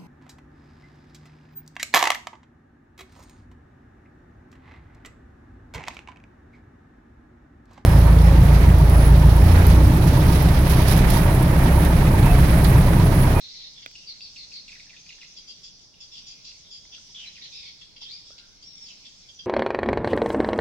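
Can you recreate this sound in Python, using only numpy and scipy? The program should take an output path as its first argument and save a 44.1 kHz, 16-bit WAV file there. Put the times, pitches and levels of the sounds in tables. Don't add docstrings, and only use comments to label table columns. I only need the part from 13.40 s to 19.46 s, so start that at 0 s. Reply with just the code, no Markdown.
import sys
import numpy as np
from scipy import signal
from scipy.io import wavfile

SR = 44100
rng = np.random.default_rng(int(sys.argv[2]) if len(sys.argv) > 2 else 0)


def inscribe(sig):
    pcm = np.round(np.clip(np.atleast_2d(sig).T, -1, 1) * 32767)
    wavfile.write(sys.argv[1], SR, pcm.astype(np.int16))


N = 267246

# start_s, length_s, start_hz, middle_hz, end_hz, level_db, tilt_db, rasp_share
SCREECH_NOTES = [(0, 0.12, 2084, 2038, 2034, -42.5, -8, 0.071),
                 (.132, .15, 2080, 2040, 1950, -42.5, -11, 0.076),
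                 (0.551, 0.049, 2480, 2403, 2350, -48, 15.5, 0.086),
                 (.665, 0.056, 2350, 2197, 2085, -38, -8, 0.052),
                 (.809, 0.066, 2410, 2302, 2160, -41, -1, 0.066),
                 (0.962, 0.09, 2397, 2060, 2033, -42.5, -12, 0.067),
                 (1.123, 0.074, 2322, 2143, 2243, -39.5, -7, 0.055),
                 (4.012, 0.064, 1874, 2015, 2040, -42.5, -15.5, 0.092)]
# start_s, length_s, pitch_hz, level_db, tilt_db, rasp_share
CHACK_NOTES = [(0.372, 0.021, 1680, -46, -12.5, 0.067), (0.424, 0.013, 1535, -45, -8, 0.077),
               (1.963, 0.029, 1676, -42.5, 3.5, 0.051), (2.074, 0.04, 1656, -42.5, 2.5, 0.049),
               (2.23, 0.049, 1695, -44.5, 4.5, 0.066), (2.386, 0.069, 1670, -57.5, 10, 0.059),
               (2.6, 0.044, 1696, -45, 3.5, 0.066), (2.713, 0.082, 1720, -45, -1, 0.088),
               (2.864, 0.064, 1683, -44.5, 6.5, 0.06), (3.04, 0.069, 1566, -45, 6.5, 0.087),
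               (3.302, 0.082, 1691, -44, 3.5, 0.041), (3.516, 0.048, 1708, -46, -9, 0.079),
               (4.413, 0.0064, 1670, -40.5, -12, 0.057), (4.562, 0.0079, 1604, -42.5, -4.5, 0.054),
               (4.604, 0.037, 1700, -41.5, -4, 0.087), (4.85, 0.084, 1754, -52.5, 2.5, 0.068),
               (4.978, 0.013, 1562, -46.5, 2, 0.13), (5.224, 0.01, 1654, -44.5, 4, 0.051),
               (5.452, 0.027, 1620, -46, 7, 0.064), (5.647, 0.026, 1782, -46.5, -8, 0.079),
               (5.884, 0.018, 1684, -49, -11, 0.046), (5.988, 0.018, 1640, -40.5, -9.5, 0.028)]
# start_s, length_s, start_hz, end_hz, level_db, tilt_db
SNARL_NOTES = [(4.116, 0.1033, 1254, 1235, -43, 2.5), (4.212, .094, 1168, 1099, -44.5, 1)]
# start_s, length_s, start_hz, level_db
PIP_NOTES = [(0.553, 0.0133, 3047, -42.5), (0.806, 0.0076, 2870, -42), (0.96, 0.012, 2850, -42.5),
             (1.117, 0.011, 2830, -45.5), (1.279, 0.024, 2934, -45), (1.318, 0.015, 2680, -43),
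             (1.349, 0.019, 2330, -49), (1.396, 0.011, 2494, -44.5), (1.468, 0.0055, 1880, -54.5),
             (1.495, 0.016, 2777, -46), (1.528, 0.02, 2260, -51.5), (1.564, 0.0088, 2670, -46.5),
             (1.664, 0.0076, 2470, -50), (1.692, 0.017, 2900, -42.5), (1.723, 0.0081, 2950, -45),
             (1.785, .007, 1870, -57), (1.811, 0.024, 2920, -44.5), (1.844, 0.008, 2860, -47.5),
             (2.54, 0.0069, 2890, -53.5), (2.754, 0.0078, 3390, -44), (3.116, 0.0049, 2635, -47.5),
             (3.542, 0.012, 3087, -44), (3.955, 0.031, 2940, -48.5), (4.015, 0.0088, 2350, -50)]
SCREECH_TIMBRE = [-22.5, 8.5, -22, -22.5]
CHACK_TIMBRE = [-27, -2, 2, -11.5]
SNARL_TIMBRE = [-40, -6, -3.5, -1]
PIP_TIMBRE = [-3.5, -11, -29]
# start_s, length_s, start_hz, end_hz, level_db
WHISTLE_NOTES = [(.02, 0.33, 6060, 6200, -60), (.57, 0.086, 2840, 2777, -55.5),
                 (.59, 0.058, 5900, 6080, -60), (.875, 0.17, 6300, 6400, -65),
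                 (1.3, 0.29, 6050, 6080, -59.5), (1.56, 0.22, 6200, 6500, -58.5),
                 (1.87, 0.62, 5950, 5810, -60), (2.62, 0.52, 5980, 5820, -62),
                 (3.424, 0.4, 6010, 5790, -56), (3.848, 0.045, 4070, 4047, -45),
                 (5.734, 0.31, 6550, 6680, -64.5), (5.93, 0.13, 5880, 5880, -55)]
HOARSE_NOTES = [(2.55, 0.081, 2830, 2790, -64), (2.75, 0.36, 2557, 2373, -66),
                (4.91, .23, 1430, 1608, -66.5), (4.98, 0.71, 2330, 2224, -72)]
# time_s, pitch_hz, level_db, tilt_db
SINKING_CURVE = [(3.745, 1698, -39.5, 6), (3.811, 1584, -43, 6), (3.838, 1385, -43, 9),
                 (3.854, 1209, -45.5, 8), (3.876, 976, -50, 4)]
RISING_CURVE = [(4.64, 1565, -48, 4), (4.67, 1683, -41.5, -5), (4.695, 1916, -41, -10),
                (4.713, 2330, -40, -12), (4.752, 2418, -41.5, -14), (4.787, 2625, -51, -15)]
SQUEAL_CURVE = [(5.236, 2600, -51, 2.3), (5.256, 2800, -47, 2), (5.33, 2742, -47, 2),
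                (5.39, 2684, -50, 2.3), (5.428, 2690, -48.5, 2), (5.44, 2680, -52, 1.8),
                (5.462, 2560, -46, 2.3)]
END_SLUR_CURVE = [(5.481, 1620, -42.5, 15.5), (5.503, 1467, -45.5, 13), (5.518, 1200, -50, 17),
                  (5.529, 990, -60, 20)]
# centre_hz, width_hz, gain_db
THROAT_RESONANCES = [(2520, 480, -3), (3670, 540, 9.5), (4370, 450, 3.5), (5140, 450, -5),
                     (6950, 1000, -2.5)]
# time_s, gain_db
CHORUS_SWELL = [(0, -48), (.4, -52), (1.15, -51), (2.2, -53), (2.5, -58), (2.85, -52), (3.3, -53.5),
                (3.85, -51), (4.35, -52.5), (4.56, -58), (4.8, -52), (5.15, -57), (5.42, -51),
                (5.75, -53.5), (6.06, -54.5)]
# frequency_hz, relative_density_db
INSECT_SPECTRUM = [(1500, -26.5), (1950, -21), (2300, -14), (2800, -17.5), (3500, -7), (4700, -12),
                   (5600, -6), (6500, -13.5), (8000, -23), (9500, -75), (11200, -26.5), (13000, -44),
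                   (15500, -38)]
RUMBLE_SPECTRUM = [(20, 3), (50, -1.5), (100, -5), (190, -6.5), (350, -14), (700, -17.5), (1300, -22),
                   (2500, -29), (6000, -57), (12000, -58)]
# frequency_hz, correlation
STEREO_LIKENESS = [(25, 0.6), (60, 0), (125, 0.85), (250, 0.48), (500, 0.44), (1000, 0.11), (16000, 0.0045)]
# centre_hz, width_hz, level_db
SHRILL_BANDS = [(10750, 900, -80.5), (15500, 700, -92)]
# start_s, strength_db, tilt_db_per_octave
CLICK_HITS = [(.4617, -26, 0), (.4777, -46, -1), (.5131, -48, 5)]
# pitch_hz, gain_db, t60_s
CLICK_RESONANCES = [(287, -19.5, 0.053), (680, -31, 0.073), (1010, -38, 0.027), (1530, -20, 0.032),
                    (2050, -6.5, 0.02), (2450, -2, 0.0068), (3550, 3.5, 0.0042), (5940, -9, 0.0051),
                    (8470, -14, 0.0038), (11800, -12, 0.0031), (15200, -13, 0.004)]
# start_s, peak_db, pitch_hz, t60_s
BUBBLES = [(3.452, -52, 2070, .03), (3.453, -59, 970, 0.031), (3.582, -54.5, 1370, 0.041),
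           (3.696, -59.5, 930, 0.044), (4.619, -49, 893, 0.025), (4.620, -60, 1370, 0.024),
           (4.633, -56, 870, .03), (4.905, -44, 567, 0.016), (4.906, -51.5, 1290, 0.02),
           (4.958, -56.5, 510, 0.026)]

RASP_HZ, HISS_GAIN = 700, 3.6
ACCENT_DB, ACCENT_S = 5, 0.005
OPENING_SHARE = .08


def from_db(db):
    return 10 ** (np.asarray(db) / 20)


def rms_one(x):
    return x / np.sqrt(np.mean(x ** 2) + 1e-20)


def at_hz(points, hz):
    points_hz, values = np.transpose(points)
    return np.interp(np.log(hz), np.log(points_hz), values)


def wander(rate_hz, size, run_in=8000):
    r = np.exp(-2 * np.pi * rate_hz / SR)
    slow = signal.lfilter([1], [1, -2 * r, r * r], rng.standard_normal(size + run_in))[run_in:]
    return rms_one(slow - slow.mean())


def add(track, start_s, sound):
    start = int(np.clip(start_s * SR, 0, N - 1))
    track[start:start + len(sound)] += sound[:N - start]


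def swell(size, attack_s, release_s):
    t = np.arange(size) / SR
    attack = np.sin(np.pi / 2 * np.minimum(t / attack_s, 1))
    release = np.sin(np.pi / 2 * np.minimum(t[::-1] / release_s, 1))
    return attack * release


def glide(pitches, size, jitter, jitter_hz):
    hz = np.interp(np.linspace(0, 1, size), np.linspace(0, 1, len(pitches)), pitches)
    return 2 * np.pi * np.cumsum(hz * (1 + jitter * wander(jitter_hz, size))) / SR


def resonate(x, hz, width_hz):
    return signal.lfilter(*signal.iirpeak(hz, hz / width_hz, fs=SR), x)


def resonant_noise(bands, shape):
    out = 0
    for hz, width_hz, db in bands:
        band = resonate(rng.standard_normal(shape), hz, width_hz)
        out += from_db(db) * rms_one(resonate(band, hz, width_hz))
    return out


def throat_noise():
    return rms_one(resonant_noise(THROAT_RESONANCES, N))


def syllables(notes, timbre, flutter_db_per_rasp, hiss_db, release_s=0.015, flutter_hz=260):
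    tones, breath = np.zeros(N), np.zeros(N)
    orders = np.arange(len(timbre)) + 1
    for start_s, length_s, *pitches, db, tilt_db, rasp in notes:
        size = int(length_s * SR)
        phase = glide(pitches, size, rasp, RASP_HZ)
        voice = rms_one(from_db(timbre + tilt_db * orders) @ np.sin(np.outer(orders, phase)))
        accent_db = ACCENT_DB * np.exp(-np.arange(size) / SR / ACCENT_S)
        flutter = from_db(accent_db + flutter_db_per_rasp * rasp * wander(flutter_hz, size))
        effort = from_db(db) * rms_one(flutter * swell(size, OPENING_SHARE * length_s, release_s))
        add(tones, start_s, voice * effort)
        add(breath, start_s, HISS_GAIN * rasp * effort)
    return tones + from_db(hiss_db) * breath * throat_noise()


def drawn_out(curve, rasp, hiss_db, flutter_db=4.5, flutter_hz=260):
    times_s, *columns = np.transpose(curve)
    size = int((times_s[-1] - times_s[0]) * SR)
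    t = times_s[0] + np.arange(size) / SR
    hz, db, tilt_db = [np.interp(t, times_s, column) for column in columns]
    orders = np.arange(len(SCREECH_TIMBRE))[:, None] + 1
    gains = from_db(np.array(SCREECH_TIMBRE)[:, None] + tilt_db * orders)
    phase = glide(hz, size, rasp, RASP_HZ)
    voice = (gains * np.sin(orders * phase)).sum(0) / np.linalg.norm(gains, axis=0)
    flutter = rms_one(from_db(flutter_db * wander(flutter_hz, size)))
    effort = from_db(db) * flutter * swell(size, 0.0018, 0.006)
    out = np.zeros(N)
    add(out, times_s[0], effort * (rms_one(voice) + from_db(hiss_db) * throat_noise()[-size:]))
    return out


def over_water(x, comb_hz=685, mirror=.5):
    n = np.arange(N)
    reflection = np.interp(n - SR / comb_hz, n, x, left=0)
    return (x + mirror * reflection) / np.hypot(1, mirror)


def chatter(band_hz=(1750, 7100), chack_fall_oct=0.0707, snarl_rasp=0.0685):
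    chack_notes = [(start_s, length_s, hz, hz * 2 ** -chack_fall_oct, *voice)
                   for start_s, length_s, hz, *voice in CHACK_NOTES]
    snarl_notes = [(*note, snarl_rasp) for note in SNARL_NOTES]
    chacks = syllables(chack_notes, CHACK_TIMBRE, flutter_db_per_rasp=51, hiss_db=-.5)
    screeches = syllables(SCREECH_NOTES, SCREECH_TIMBRE, flutter_db_per_rasp=52, hiss_db=-1.5)
    snarl = syllables(snarl_notes, SNARL_TIMBRE, flutter_db_per_rasp=35, hiss_db=6.5)
    rising_call = drawn_out(RISING_CURVE, rasp=.035, hiss_db=-9, flutter_db=3)
    calls = screeches + from_db(2) * over_water(chacks) + snarl + rising_call
    return signal.sosfilt(signal.butter(5, band_hz, "band", fs=SR, output="sos"), calls)


def beak(x, top_hz=8600):
    peak = from_db(-6) * resonate(x, hz=5320, width_hz=260)
    dip = 0.55 * resonate(x, hz=6300, width_hz=500)
    return signal.sosfilt(signal.butter(8, top_hz, fs=SR, output="sos"), x + peak - dip)


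def trees(x, direct_db, near_db, far_db, lag_s, near_t60_s=0.16, far_t60_s=1.0):
    t = np.arange(SR) / SR
    channels = []
    for side in range(2):
        twigs = rng.standard_normal((2, SR)) * (rng.random((2, SR)) < [[.03], [.15]])
        echoes = twigs * from_db(-60 * t / [[near_t60_s], [far_t60_s]]) * (t > .002)
        echoes /= np.linalg.norm(echoes, axis=1, keepdims=True)
        path = from_db(near_db) * echoes[0] + from_db(far_db) * echoes[1]
        path[int(lag_s * SR) * side] += from_db(direct_db)
        channels.append(signal.fftconvolve(x, path)[:N])
    return np.array(channels)


def far_birds(count=1100, centre_hz=5000, pitch_spread=.1, distance_db=1.5):
    out = np.zeros(N)
    for (when, stretch), (pitch, loud) in zip(rng.random((count, 2)), rng.standard_normal((count, 2))):
        size = int((.03 + .05 * stretch) * SR)
        hz = centre_hz * np.exp(pitch_spread * np.clip(pitch, -3, 1.8))
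        phase = glide([hz, hz * 1.03, hz * .96], size, jitter=.03, jitter_hz=304)
        chirp = np.sin(phase) * swell(size, 0.01, 0.07)
        add(out, when * N / SR, from_db(distance_db * loud) * chirp)
    return rms_one(out)


def distant_noise(spectrum, flicker_db):
    edges_hz = np.r_[np.geomspace(18, 1500, 12), np.geomspace(1800, 16500, 16)]
    white = rng.standard_normal((2, 2, N))
    out = 0
    for k, (low, high) in enumerate(zip(edges_hz, edges_hz[1:])):
        band = signal.butter(2, [low, high], "band", fs=SR, output="sos")
        mid, side = signal.sosfilt(band, white[k % 2])
        hz = np.sqrt(low * high)
        alike = at_hz(STEREO_LIKENESS, hz)
        gain = from_db(at_hz(spectrum, hz) + flicker_db * wander(8.5, N))
        out += gain * (np.sqrt(1 + alike) * mid + np.sqrt(1 - alike) * side * [[1], [-1]])
    return rms_one(out)


def far_motor(pitch_hz=181, level_db=-74.5):
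    level = from_db(level_db + 0.88 * wander(2.4, N))
    return level * np.sin(glide([pitch_hz, pitch_hz], N, jitter=0.0097, jitter_hz=8.9))


def cricket():
    return resonant_noise(SHRILL_BANDS, (2, N))


def whistles(notes, waver, waver_hz, flutter_db=5.0):
    out = np.zeros(N)
    for start_s, length_s, *pitches, db in notes:
        size = int(length_s * SR)
        effort = swell(size, 0.0091, 0.027) * from_db(flutter_db * wander(130, size))
        tone = np.sin(glide(pitches, size, waver, waver_hz))
        add(out, start_s, from_db(db) * rms_one(tone * effort))
    return out


def ring(hits, hz, t60_s):
    r, w = from_db(-60 / (t60_s * SR)), 2 * np.pi * hz / SR
    return signal.lfilter([0, np.sin(w)], [1, -2 * r * np.cos(w), r * r], hits + 1e-18)


def click(pan_db=1.5, lag_s=0.00036, echo_s=.00101, echo_db=-1, echo_hz=4000, shade_hz=5500):
    snap = np.zeros(N)
    for hz, mode_db, t60_s in CLICK_RESONANCES:
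        hits = np.zeros(N)
        for start_s, db, tilt in CLICK_HITS:
            add(hits, start_s, from_db([db + mode_db + tilt * np.log2(hz / 2400)]))
        snap += ring(hits, hz, t60_s)
    snap = signal.lfilter(*signal.butter(1, 700, "high", fs=SR), snap)
    reflection = signal.lfilter(*signal.butter(1, echo_hz, fs=SR), snap)
    right = snap - from_db(echo_db) * np.roll(reflection, round(echo_s * SR))
    shaded = signal.lfilter(*signal.butter(1, shade_hz, fs=SR), right)
    left = np.roll(shaded, round(lag_s * SR))
    return np.array([left, right]) * from_db([[-pan_db], [pan_db]])


def pips(fall_oct_per_s=22, rasp=0.048):
    notes = [(start_s, length_s, hz, hz * 2 ** (-fall_oct_per_s * length_s), db, 0, rasp)
             for start_s, length_s, hz, db in PIP_NOTES]
    return syllables(notes, PIP_TIMBRE, flutter_db_per_rasp=48, hiss_db=9, release_s=0.0016)


def plops(rise_per_s=6):
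    out, t = np.zeros(N), np.arange(SR // 10) / SR
    for start_s, db, hz, t60_s in BUBBLES:
        phase = 2 * np.pi * hz * t * (1 + rise_per_s * t / 2)
        add(out, start_s, from_db(db - 60 * t / t60_s) * np.sin(phase))
    return out


def open_calls():
    return (drawn_out(SINKING_CURVE, rasp=.06, hiss_db=-10)
            + drawn_out(SQUEAL_CURVE, rasp=.018, hiss_db=-24, flutter_hz=110)
            + drawn_out(END_SLUR_CURVE, rasp=.055, hiss_db=-7))


def scene():
    calls = trees(beak(chatter()), direct_db=-10, near_db=-2, far_db=-8, lag_s=.0004)
    calls += trees(beak(open_calls()), direct_db=-6, near_db=-3, far_db=-6.5, lag_s=.00005)
    calls += trees(beak(pips()), direct_db=-4, near_db=-7, far_db=-10, lag_s=.00006)
    thin = whistles(WHISTLE_NOTES, waver=0.0139, waver_hz=182)
    hoarse = whistles(HOARSE_NOTES, waver=.085, waver_hz=302)
    calls += trees(thin + hoarse, direct_db=-15, near_db=-1.5, far_db=-8, lag_s=.00027)
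    twitter = from_db(-2) * trees(far_birds(), direct_db=-5, near_db=-4, far_db=-1.5, lag_s=.0001)
    insects = from_db(-2.5) * distant_noise(INSECT_SPECTRUM, flicker_db=3)
    swell_db = np.interp(np.arange(N) / SR, *np.transpose(CHORUS_SWELL))
    chorus = from_db(swell_db) * (twitter + insects)
    wildlife = (calls + chorus) * from_db([[-.4], [.4]])
    rumble = from_db(-61.5) * distant_noise(RUMBLE_SPECTRUM, flicker_db=1.26)
    return wildlife + rumble + far_motor() + cricket() + click() + plops()


def record(dry, dip_hz=13400, dip_q=1.555, port_hz=15500, port_q=5.3, port_db=7, cutoff_hz=16000):
    x = signal.lfilter(*signal.iirnotch(dip_hz, dip_q, fs=SR), dry)
    x = x + from_db(port_db) * signal.lfilter(*signal.iirpeak(port_hz, port_q, fs=SR), x)
    return signal.sosfilt(signal.ellip(10, .1, 80, cutoff_hz, fs=SR, output="sos"), x)


dry = scene()
out = record(dry)
inscribe(out)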